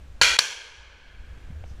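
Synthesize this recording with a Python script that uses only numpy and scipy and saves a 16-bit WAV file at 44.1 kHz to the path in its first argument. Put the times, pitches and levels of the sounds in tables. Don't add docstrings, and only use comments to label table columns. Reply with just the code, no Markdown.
import sys
import numpy as np
from scipy import signal
from scipy.fft import rfft, irfft
from scipy.io import wavfile
from scipy.ndimage import uniform_filter1d, minimum_filter1d

SR = 44100
rng = np.random.default_rng(int(sys.argv[2]) if len(sys.argv) > 2 else 0)


def transcribe(u):
    v = np.clip(np.atleast_2d(u).T, -1, 1)
    q = np.round(v * 32767).astype(np.int16)
    wavfile.write(sys.argv[1], SR, q)


N = 79380


def undb(db):
    return 10 ** (np.asarray(db) / 20)


def unit(x):
    return x / np.sqrt(np.mean(x ** 2))


def curve(rows):
    return np.interp(np.arange(N) / SR, *np.array(rows).T)


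def shape(points):
    hz, db = np.array(points).T
    return np.interp(np.log(np.arange(N // 2 + 1) * SR / N + 1), np.log(hz), db)


def colour(x, db):
    cepstrum = irfft(np.log(unit(undb(db))), N)
    cepstrum[1:N // 2] *= 2
    cepstrum[N // 2 + 1:] = 0
    response = irfft(np.exp(rfft(cepstrum)), N)[:N // 8]
    return signal.fftconvolve(x, response)[:N]


def noise(db):
    return unit(irfft(rfft(rng.standard_normal(N)) * undb(db), N))


def wander(rate_hz):
    step = int(SR / rate_hz)
    stairs = np.repeat(rng.standard_normal(N // step + 1), step)[:N]
    return unit(uniform_filter1d(stairs, step))


def delay(x, s):
    return np.concatenate([np.zeros(max(int(s * SR), 0)), x])[:N]


def burst(x):
    return x * np.sqrt(.008 * SR / np.sum(x ** 2))


def breeze():
    # (f/Hz, level/dB)
    leaf_spectrum = [(100, 6.5), (250, 6), (450, 3.5), (800, 0), (1200, -1.5), (1600, 0.5), (2000, -3.5),
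                     (3000, -4.5), (4500, -11.5), (7000, -13), (9000, -19), (12000, -25), (15000, -26.5)]
    wind_spectrum = [(15, 3), (30, -2.5), (62, 3.5), (85, -2), (115, -16), (170, -21), (300, -29),
                     (700, -35.5), (2000, -71)]
    # (t/s, level/dB)
    leaf_levels = [(0, -58), (.2, -57.5), (1.1, -56.5), (1.38, -56.5), (1.6, -57.5), (1.8, -56.5)]
    gust_levels = [(0, -41.5), (.15, -41.5), (.3, -45), (.4, -50), (.6, -44), (.8, -41), (1.02, -45),
                   (1.22, -37.5), (1.43, -40.5), (1.54, -34.5), (1.59, -39), (1.65, -35.5), (1.69, -39.5),
                   (1.8, -37.5)]
    hiss = noise(shape(leaf_spectrum)) * undb(curve(leaf_levels))
    rumble = noise(shape(wind_spectrum)) * undb(curve(gust_levels))
    return hiss + rumble


def blast(spectrum, modes, bounce_s, bounce_db, gas_s, ring_db):
    t = np.arange(N) / SR
    gas_db, gas_steepness, ring_build_s = 2, 2.5, .0012
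    shock = signal.unit_impulse(N)
    shocks = shock + undb(bounce_db) * delay(shock, bounce_s)
    gas = rng.standard_normal(N) * np.exp(-(t / gas_s) ** gas_steepness)
    bang = burst(colour(burst(shocks) + undb(gas_db) * burst(gas), shape(spectrum)))
    ring = sum(undb(db - 60 * t / t60) * np.sin(2 * np.pi * (hz * t + rng.random()))
               for hz, db, t60 in modes)
    ring *= 1 - np.exp(-(t / ring_build_s) ** 2)
    return burst(bang + undb(ring_db) * burst(ring))


def woods(ripple):
    # (f/Hz, near trees t60/s, far trees t60/s, far trees level/dB)
    decays = [(149.8, .6, 1.6, -22.5), (502, 0.94, 1.83, -7), (1000, 0.67, 1.81, -12),
              (1700, 0.74, 2.18, -16), (3000, 0.77, 1.59, -14.5), (5800, 0.51, 0.99, -12.5),
              (9000, 0.59, .9, -16), (15000, 0.41, 0.58, -25.5)]
    # (delay/s, relative level/dB)
    trunks = [(.0056, -1.5), (.0084, -1), (.012, -5), (.0198, -7.5), (.039, -11)]
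    # (f/Hz, level/dB)
    echo_spectrum = [(60, -20), (160, -24.5), (270, -29), (400, -17), (520, -14.5), (720, -20), (970, -8),
                     (1170, -12.5), (1450, -5.5), (2500, -5.5), (3300, -5), (3750, -10.5), (4400, -7),
                     (5100, -9.5), (6000, -6), (7300, -11.5), (8400, -20.5), (10200, -20), (12000, -30.5),
                     (15500, -34)]
    t, hz = np.arange(N) / SR, np.arange(N // 2 + 1) * SR / N
    grain_db, build_s = 1, .0022
    scatter = rfft(unit(rng.standard_normal(N) * undb(grain_db * wander(2500))))
    log_centres = np.log([row[0] for row in decays])
    slope_db = 1.5 * np.exp(-((t - .707) / .04) ** 2)
    echo = np.zeros(N)
    for pick, (_, near_t60, far_t60, far_db) in zip(np.eye(len(decays)), decays):
        band = irfft(scatter * np.interp(np.log(hz + 1), log_centres, pick), N)
        near = undb(-60 * t / near_t60)
        far = undb(far_db + slope_db - 60 * t / far_t60)
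        echo += band * np.hypot(near, far)
    echo *= 1 - np.exp(-t / build_s)
    for lag_s, db in trunks:
        slap = burst(rng.standard_normal(N) * np.exp(-t / .0005)) / 2
        echo += undb(db) * delay(slap, lag_s)
    ripple_db = sum(db * np.exp(-((hz - centre) / width) ** 2) for centre, width, db in ripple)
    return colour(echo, shape(echo_spectrum) + ripple_db)


def gunshots():
    # (blast level/dB, ground bounce delay/s, bounce level/dB, gas burst length/s,
    # ring level/dB, echo level/dB)
    shots = [(-10, 0.002, -0.5, 0.006, 1, -13.5), (5.5, 0.0026, 4.5, 0.0052, -2, -10)]
    # (f/Hz, level/dB)
    first_spectrum = [(60, -17), (220, -17), (450, -3.5), (700, 0.5), (950, 5.5), (1200, -10.5), (1700, -1),
                      (2500, -12.5), (4400, 7), (5500, -30), (7200, -10.5), (8200, -21), (10000, -12.5),
                      (11500, -44.5), (15500, -58.5)]
    second_spectrum = [(60, -18), (220, -14), (480, -4), (830, -11), (1150, -9.5), (1800, 0), (2900, 0.5),
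                       (3600, -1), (4400, 4), (5500, -3.5), (6600, -6), (8200, -11.5), (10500, -14),
                       (12000, -34), (15000, -24)]
    # (f/Hz, level/dB, t60/s)
    first_modes = [(120, -21, .05), (445, -7, 0.02), (945, -6, 0.023), (1412, -15.5, 0.092),
                   (1633, -6, 0.088), (2015, 1, 0.021), (2420, -4, .03), (3050, -5, 0.047),
                   (3370, -5, .025), (4430, 7, 0.015), (5720, -5.5, .02), (6930, -5.5, .015)]
    second_modes = [(1197, -10, .012), (1608, -8.5, .012), (4400, 7.5, .007), (4502, 0, 0.013),
                    (5470, -11, 0.014), (7340, -15.5, 0.015)]
    # (f/Hz, width/Hz, level/dB)
    first_ripple = [(1130, 180, -4.5), (1350, 94, 5), (1604, 250, 4.5), (1735, 93, -9), (1930, 60, 3.5),
                    (2234, 90, -3.5), (2462, 220, 9), (2568, 64, -18), (2813, 53, 2.5), (3305, 80, 7.5),
                    (4040, 140, 8), (4030, 60, -3), (4380, 90, 9.5), (5530, 98, 2.5)]
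    second_ripple = [(1358, 68, -9), (1628, 120, 4.5), (1910, 110, -13.5), (2260, 150, 2.5),
                     (2777, 200, -1.5), (3230, 120, 4.5), (3500, 110, -2), (4040, 70, -4.5),
                     (4340, 270, 4.5), (4490, 210, -3), (4940, 52, 5), (4769, 90, -2.5), (5750, 250, 4.5),
                     (7520, 160, 1.5)]
    times_s = .2137, .3886
    tones = (first_spectrum, first_modes, first_ripple), (second_spectrum, second_modes, second_ripple)
    out = np.zeros(N)
    for start_s, shot, (spectrum, modes, ripple) in zip(times_s, shots, tones):
        blast_db, bounce_s, bounce_db, gas_s, ring_db, echo_db = shot
        close = undb(blast_db) * blast(spectrum, modes, bounce_s, bounce_db, gas_s, ring_db)
        out += delay(close + undb(echo_db) * woods(ripple), start_s)
    return out


def camera_bumps():
    # (t/s, thump level/dB, thump width/s, tick level/dB)
    knocks = [(1.215, -37, 0.011, -64), (1.331, -31, 0.0047, -60), (1.378, -38.5, 0.0031, -49),
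              (1.506, -31.5, 0.0018, -55), (1.639, -32.5, 0.0036, -37), (1.714, -38, 0.0019, -51)]
    # (f/Hz, level/dB)
    tick_spectrum = [(100, 0), (330, 8), (800, 4.5), (1500, -7), (3000, -3), (4200, -33), (12000, -56)]
    tick_decay_s = .0028
    t, out = np.arange(N) / SR, np.zeros(N)
    for at_s, thump_db, width_s, tick_db in knocks:
        u = (t - at_s) / width_s
        thump = (1 - u ** 2) * np.exp(-u ** 2 / 2)
        tick = colour(rng.standard_normal(N) * np.exp(-t / tick_decay_s), shape(tick_spectrum))
        out += undb(thump_db) * thump + undb(tick_db) * delay(tick, at_s)
    return out


def clothing_rustle():
    # (f/Hz, level/dB)
    cloth_spectrum = [(500, -19.5), (3000, -8), (4800, 0), (6000, 5), (7500, -11), (11000, -16),
                      (15000, -18)]
    at_s, width_s, level_db = 1.7, .04, -64.5
    t = np.arange(N) / SR
    return noise(shape(cloth_spectrum)) * undb(level_db) * np.exp(-((t - at_s) / width_s) ** 2)


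def scene():
    return (gunshots() + breeze() + camera_bumps() + clothing_rustle())[None]


def record(dry):
    threshold_db, lookahead_s, hold_s, release_db_per_s = -9.5, .016, .21, 18
    top_hz = 15200
    t, mic = np.arange(N) / SR, dry[0]
    power = uniform_filter1d(mic ** 2, size=353)
    over_db = np.maximum(10 * np.log10(np.abs(power) + 1e-12) - threshold_db, 0)
    released_db = np.maximum.accumulate(over_db + release_db_per_s * t) - release_db_per_s * t
    hold = int(hold_s * SR)
    gain_db = minimum_filter1d(-released_db, hold, origin=(hold - 1) // 2)
    limited = mic * undb(np.interp(t + lookahead_s, t, gain_db))
    rounded = limited / (1 + limited ** 4) ** .25
    low_pass = signal.ellip(12, .2, 80, top_hz, fs=SR, output="sos")
    return signal.sosfilt(low_pass, rounded)[None]


dry = scene()
out = record(dry)
transcribe(out)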